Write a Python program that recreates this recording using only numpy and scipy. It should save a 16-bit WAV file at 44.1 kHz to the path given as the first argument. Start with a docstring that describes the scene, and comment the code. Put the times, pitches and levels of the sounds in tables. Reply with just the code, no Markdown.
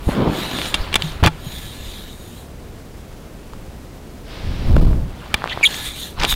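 """Fur hisses over plastic right at the microphone, with ticks, knocks, thumps and a few squeaks in a quiet forest.
An elk is nuzzling a trail camera. Fur, skin and air are coloured noise under drawn strokes; the knocks ring
the modes of the housing, ticks, snaps and thumps are damped swings, and the squeaks are wobbling tones.
A puff of air from the muzzle buffets the microphone, and the loudest contacts overload it."""
import sys
import numpy as np
from scipy import signal
from scipy.fft import rfft, irfft
from scipy.io import wavfile
from scipy.ndimage import uniform_filter1d

SR = 44100
rng = np.random.default_rng(int(sys.argv[2]) if len(sys.argv) > 2 else 0)


def master(y):
    """Save y as 16-bit WAV."""
    cut = np.clip(np.atleast_2d(y).T, -1, 1)
    pcm = np.round(cut * 32767)  # scale
    wavfile.write(sys.argv[1], SR, pcm.astype(np.int16))


N = 280035
T, HZ = np.arange(N) / SR, np.fft.rfftfreq(N, 1 / SR)


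def amp(db):
    """Turns decibels into a gain."""
    return 10 ** (np.asarray(db) / 20)


def unit(x):
    """Scales a signal to rms 1."""
    return x / np.sqrt(np.mean(x ** 2) + 1e-20)


def read(points):
    """Draws a spectrum in dB through its points, straight over log frequency."""
    f, db = np.transpose(points)
    return np.interp(np.log(HZ + 1), np.log(f), db)


def add(mix, s, sound):
    """Lays a sound into the mix at s seconds."""
    part = mix[round(s * SR):][:len(sound)]
    part += sound[:len(part)]


def colour(x, db):
    """Filters x by a spectrum in dB, to rms 1."""
    return unit(irfft(rfft(x) * amp(db), N))


def noise():
    """White noise of rms 1."""
    return rng.standard_normal(N)


def wander(rate_hz):
    """Smooth random drift of rms 1, mostly slower than rate_hz."""
    return unit(irfft(rfft(noise()) * np.exp(-(HZ / rate_hz) ** 2), N))


def friction(slips_per_s, spread_db, smooth, clump_db, clump_hz):
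    """Countless tiny slips of random size over smooth noise; their level drifts, so they come in clumps."""
    happens = rng.random(N) < slips_per_s / SR
    size = amp(spread_db * np.minimum(rng.exponential(1, N), 4))
    slips = noise() * happens * size
    return (unit(slips) + smooth * noise()) * amp(clump_db * wander(clump_hz))


def patchy(x, depth_db, count=7):
    """The shifting contact lifts and damps narrow bands for a few hundredths of a second; count is in 3 ms frames."""
    z = signal.stft(x, nperseg=512, noverlap=384)[2]
    patches = rng.standard_normal(z.shape[::-1]).T
    patches = uniform_filter1d(patches, size=4, axis=0)  # blur over frequency
    patches = uniform_filter1d(patches, size=count, axis=1)  # blur over time
    z = z * amp(depth_db * unit(patches))
    return unit(signal.istft(z, nperseg=512, noverlap=384)[1][:N])


def swells(rows):
    """Gain of strokes that rise to a peak and fall away along a rounded arch; overlaps add in power."""
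    edge_db, arch_power = 12, 1.96  # edge_db down one rise before the peak and one fall after it
    power = np.zeros(N)
    for s, db, rise, fall in rows:
        away = np.clip(np.maximum((s - T) / rise, (T - s) / fall), 0, 6)
        power += amp(db - edge_db * away ** arch_power) ** 2
    return np.sqrt(power)


def forest():
    """A low wash of air over the hiss of the microphone, its level flickering slightly."""
    # forest air and microphone hiss together: f/Hz, relative level per Hz/dB
    floor = [(12, -45), (20, 1), (76, -1), (103, -6.5), (129, -5.5), (289, -10.5), (404, -13), (465, -14.5),
             (505, -15), (1040, -23.5), (1770, -28), (1980, -28.5), (15500, -41.5)]
    level_db = -35.5
    return amp(level_db) * colour(noise(), read(floor)) * amp(0.49 * wander(32))


def fur():
    """Hairs hiss over the port and ring its cavity; the treble follows how closely they cover it. 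Some catch and crackle."""
    # colour of the hiss before the port: f/Hz, relative level per Hz/dB
    fur_colour = [(300, -40), (900, -6.5), (2500, -10), (4000, -2), (5200, -15), (8500, -7.5),
                  (12000, -11.5), (15500, -18)]
    # resonances of the microphone port: f/Hz, width/Hz, lift/dB
    port = [(1710, 77, 15), (2380, 210, 4.8), (3460, 1350, 11.4), (6770, 580, 10.2), (9200, 340, 6.8),
            (11400, 910, 4.2), (14200, 1300, 9.4)]
    # strokes over the port, before the trims: peak t/s, level/dB, rise/s, fall/s, treble against that level/dB
    strokes = [(0.11, -48.5, 0.084, 0.07, 2), (0.40, -31, 0.096, 0.098, -10.5),
               (0.67, -29.5, 0.26, 0.052, -10.5), (0.79, -40, 0.15, 0.086, -12),
               (1.05, -36.5, 0.062, 0.11, -10), (1.59, -40.5, 0.2, 0.19, -4.5),
               (1.93, -40.5, 0.33, 0.2, -7.5), (2.38, -52, 0.6, 0.1, -0.5), (5.77, -29.5, 0.13, 0.078, -10),
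               (5.864, -30.5, 0.054, 0.052, -6), (6.02, -36, 0.12, 0.1, -4.5),
               (6.312, -21, 0.035, 0.029, -6)]
    # short rasps of hair catching on the case: peak t/s, level/dB, rise/s, fall/s
    catches = [(0.09, -46, .004, 0.021), (5.743, -23.5, .0015, 0.0034), (6.2, -25.5, .004, .012),
               (6.232, -25, 0.019, 0.02)]
    # colour of the crackle: f/Hz, relative level per Hz/dB
    crackle_colour = [(400, -10), (1000, -4), (2200, 3.5), (4700, 0.5), (6000, -3), (15000, -45)]
    body_trim_db, treble_trim_db, stroke_crackle_db, split_hz = 3.0, 9.5, -6, 5600

    spectrum = read(fur_colour)
    for hz, width, lift_db in port:
        spectrum = spectrum + lift_db / (1 + (2 * (HZ - hz) / width) ** 2)
    drive = friction(slips_per_s=2300, spread_db=-2.5, smooth=2.0, clump_db=0.5, clump_hz=69.5)
    hiss = patchy(colour(drive, spectrum), depth_db=3.5, count=26)
    treble = irfft(rfft(hiss) / (1 + (split_hz / (HZ + 1)) ** 8), N)
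    body = hiss - treble
    body_gain = swells([row[:4] for row in strokes])
    treble_gain = swells([(s, db + treble_db, rise, fall) for s, db, rise, fall, treble_db in strokes])

    snags = friction(slips_per_s=700, spread_db=2.5, smooth=0.57, clump_db=2.5, clump_hz=120)
    crackle = colour(snags, read(crackle_colour))
    crackle_gain = swells(catches) + amp(stroke_crackle_db) * body_gain  # a little under every stroke too
    return (amp(body_trim_db) * body_gain * body + amp(treble_trim_db) * treble_gain * treble
            + crackle_gain * crackle)


def muzzle():
    """Soft skin scrapes the case with a dull rasp, and with a low rumble where it presses hard."""
    # colour of the brushing: f/Hz, relative level per Hz/dB
    brush_colour = [(150, 2.5), (500, 0), (1000, 2.5), (2000, -3), (3500, -4.5), (4500, -10), (6500, -27.5),
                    (15000, -31.5)]
    # colour of the dragging: f/Hz, relative level per Hz/dB
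    drag_colour = [(30, -17), (100, 0), (200, 2.5), (400, -3.5), (700, -10), (1200, -17), (3000, -63)]
    # brushing the case, and grinding on it in the hardest shove: peak t/s, level before trim/dB, rise/s, fall/s
    brushes = [(0.095, -33.5, 0.016, 0.21), (0.40, -33.5, .4, 1), (1.24, -14.5, 0.009, 0.026),
               (1.273, -15.5, 0.018, 0.012), (5.6, -36, 0.47, 0.23), (6.232, -24, 0.05, 0.046)]
    # dragging heavily across the front: peak t/s, level before trim/dB, rise/s, fall/s
    drags = [(0.09, -15.5, 0.011, 0.014), (0.235, -14, 0.11, 0.15), (0.57, -27, 0.25, 0.12),
             (1.25, -16, 0.013, 0.035)]
    rasp_trim_db, rumble_trim_db = 2.5, -1.0

    scrape = friction(slips_per_s=1800, spread_db=-0.5, smooth=1.07, clump_db=-0.04, clump_hz=81)
    rasp = patchy(colour(scrape, read(brush_colour)), depth_db=2.2)
    press = friction(slips_per_s=900, spread_db=3.0, smooth=0.99, clump_db=2.0, clump_hz=50)
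    rumble = colour(press, read(drag_colour))
    return amp(rasp_trim_db) * rasp * swells(brushes) + amp(rumble_trim_db) * rumble * swells(drags)


def puff():
    """Turbulent air pushes on the diaphragm; the big puff also hisses past the case at a steady flow."""
    # colour of the buffeting: f/Hz, relative level per Hz/dB
    puff_colour = [(10, -5.5), (26, 2.5), (52, 2), (100, -5), (180, -13.5), (400, -27.5), (1000, -38),
                   (3000, -65.5)]
    # air from the muzzle and the moving head: peak t/s, level before trim/dB, rise/s, fall/s
    gusts = [(0.26, -28, .35, .16), (0.85, -29, 0.23, 0.58), (1.9, -34, 0.94, 0.24),
             (4.48, -20, 0.068, 0.16), (4.76, -5, 0.13, 0.25), (5.9, -40.5, 1, 0.062),
             (6.27, -27, 0.15, 0.18)]
    # colour of the puff's hiss: f/Hz, relative level per Hz/dB
    jet_colour = [(300, 8), (1200, -3), (2400, -2.5), (3800, -3.5), (5000, -7), (5900, -14), (6800, -22),
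                  (15000, -36)]
    buffet_trim_db, jet_db = -0.65, -35.5
    start_s, end_s, attack_s, release_s = 4.23, 5, 0.091, 0.19

    buffet = colour(noise(), read(puff_colour)) * swells(gusts)
    flow = np.clip(np.minimum((T - start_s) / attack_s, (end_s - T) / release_s), 0, 1)
    jet = flow * colour(noise(), read(jet_colour))
    return amp(buffet_trim_db) * buffet + amp(jet_db) * jet


def pulse(db, hz, rise):
    """A heavily damped swing whose envelope peaks after rise seconds."""
    t = np.arange(SR // 4) / SR
    envelope = t / rise * np.exp(1 - t / rise)
    return amp(db) * envelope * np.sin(2 * np.pi * hz * t)


def bumps():
    """Ticks and overload snaps swing for about one cycle; shoves rock the whole camera on its mount."""
    # dry ticks at the case, and the sharp snaps of overload in the hardest shove and the big puff:
    # t/s, envelope peak level/dB, f/Hz
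    ticks = [(0.5878, -6, 2600), (0.617, -4, 2600), (0.6570, -12, 3000), (1.231, 2.5, 728),
             (4.7663, 0.5, 428), (4.9315, -20, 1100), (5.4206, -12.5, 1200), (5.4413, -0.5, 1100),
             (5.4590, -12, 890), (5.4755, -9, 2000), (5.5749, -8, 875), (5.611, -14, 735),
             (6.3408, -9, 3000)]
    # shoves that rock the camera: t/s, envelope peak level/dB, f/Hz, time to the peak/s
    thumps = [(0.071, -4.5, 66, 0.0032), (0.801, -14.5, 24, 0.0079), (1.032, -19, 156, 0.017),
              (1.2266, 8, 82, 0.0028), (1.235, -11.5, 159, 0.017), (1.2630, 1, 110, 0.0027),
              (1.2696, -13.5, 320, 0.0034), (1.466, -19, 142, 0.0039), (5.339, -15, 66.5, 0.0047),
              (6.189, -16.5, 24.6, 0.019), (6.326, -14.5, 44, 0.0063)]
    tick_rise_cycles = 0.24

    out = np.zeros(N)
    for s, db, hz in ticks:
        add(out, s, -pulse(db, hz, tick_rise_cycles / hz))  # starts the opposite way to a shove
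    for s, db, hz, rise in thumps:
        add(out, s, pulse(db, hz, rise))
    return out


def knocks():
    """Each blow rings the housing modes near its own colour, with a crunch as the contact grinds."""
    # modes of the plastic housing: f/Hz, relative level/dB, t60 before the ring factor/s
    housing = [(865, 1.5, 0.046), (1153, 3, 0.02), (1364, -16.5, 0.053), (1504, -2.5, 0.013),
               (1713, -5, 0.022), (2080, -1, 0.003), (2323, -5, 0.028), (2810, 1, 0.012), (3195, -3, 0.02),
               (3490, -14, 0.069), (3836, -1, 0.012), (4850, -1.5, 0.018), (7470, -4, 0.019),
               (10000, -28.5, 0.014)]
    # blows: t/s, peak level of the ringing/dB, most excited f/Hz, ring as a factor on t60
    blows = [(0.7421, 2, 2900, 1.55), (0.9282, -14.5, 2460, 2.8), (0.9419, 4.5, 2600, 0.47),
             (0.9561, 19.5, 2940, 0.26), (0.9603, 0, 2050, 1.13), (1.0216, -6, 3430, 0.53),
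             (1.2384, -2, 1500, 0.77), (1.2622, 4.5, 2770, 0.55), (1.2706, 1, 1520, 1.46),
             (3.534, -27.5, 1190, 0.69), (4.765, -14.5, 1480, 0.74), (5.342, 8, 2300, 0.67),
             (6.2153, -11.5, 2200, 0.36), (6.2341, -6, 1160, 0.38), (6.235, -4.5, 3620, 0.76),
             (6.244, 2, 1340, 0.17), (6.2489, -0.5, 2780, 0.81), (6.3252, -5.5, 1890, 0.53)]
    # colour of the crunch: f/Hz, relative level per Hz/dB
    grit_colour = [(200, 11), (1000, -4.5), (3400, 6.5), (4500, 0.0), (6000, -4.5), (11000, -10.0), (16000, -51)]
    spread_octaves, crunch, crunch_t60 = 0.98, 0.23, .026  # crunch: gain against the ringing's peak

    out, t = np.zeros(N), np.arange(SR // 10) / SR
    hz, mode_db, t60 = np.transpose(housing)[:, :, None]
    grit = colour(noise(), read(grit_colour))
    for s, db, spot_hz, ring in blows:
        weight = amp(mode_db) / (1 + (np.log2(hz / spot_hz) / spread_octaves * 2) ** 2)
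        weight = weight * rng.choice([-1, 1], hz.shape)  # each spot pushes some modes in and others out
        loaded_hz = hz * (1 + 0.017 * rng.standard_normal(hz.shape))  # the touch detunes the shell
        decay = amp(-60 * t / (t60 * ring))
        body = (weight * decay * np.sin(2 * np.pi * loaded_hz * t)).sum(0)
        grind = crunch * grit[round(s * SR):][:len(t)]
        body = body[:len(grind)] / abs(body).max()
        grind = grind * amp(-60 * t[:len(grind)] / (crunch_t60 * ring))
        add(out, s, amp(db) * (body + grind))
    return out


def squeak():
    """The nose sticks and slips on the plastic; a firm grip is louder and steadier, and bends the pitch."""
    # slips: start t/s, length/s, level at full grip/dB, f/Hz, sag of the pitch at full grip (negative rises)/share,
    # rms pitch jitter at full grip/share
    slips = [(0.767, 0.098, -37.5, 4070, -0.13, .08), (5.481, 0.062, -23.5, 3200, 0.052, .15),
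             (5.507, 0.033, -25, 2100, .13, .04), (5.628, .026, -3, 2424, 0.084, .014),
             (5.647, 0.028, -4, 3730, 0.12, 0.017), (5.662, .02, -17, 3370, 0.02, 0.061)]
    overtones_db = [-22, -31, -34]  # second to fourth harmonic, against the fundamental
    grip_skew, grip_loudness, grip_sag_power = 1.13, 0.87, 2.55
    loose_jitter, shimmer_db = 0.033, 3.6  # extra pitch jitter as a loose share; rms flicker of the level

    out = np.zeros(N)
    for s, length, db, hz, sag, jitter in slips:
        progress = np.clip((T - s) / length, 0, 1)
        grip = abs(np.sin(np.pi * progress ** grip_skew))  # builds and lets go along an arch
        wobble = (jitter + loose_jitter * (1 - grip)) * wander(840)
        pitch = hz * (1 - sag * grip ** grip_sag_power) * (1 + wobble)
        phase = 2 * np.pi * np.cumsum(pitch) / SR
        overtones = sum(amp(level) * np.sin(k * phase) for k, level in enumerate(overtones_db, 2))
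        gain = grip ** grip_loudness * amp(db + shimmer_db * wander(520))
        out += gain * (np.sin(phase) + overtones)
    return out


def scene():
    """The nuzzling and the forest, summed to one channel."""
    return (forest() + fur() + muzzle() + puff() + bumps() + knocks() + squeak())[None]


def record(dry):
    """The preamplifier flattens loud peaks, with a little give above its limit; then the band limit."""
    overload, band_limit_hz = 0.49, 15850  # overload: amplitude
    flat = dry / (1 + (dry / overload) ** 10) ** (1 / 10)
    clipped = flat + .09 * np.tanh(dry - flat)
    lowpass = signal.firwin(511, band_limit_hz, window=("kaiser", 9), fs=SR)
    return signal.oaconvolve(clipped, lowpass[None], "same")


dry = scene()
out = record(dry)
master(out)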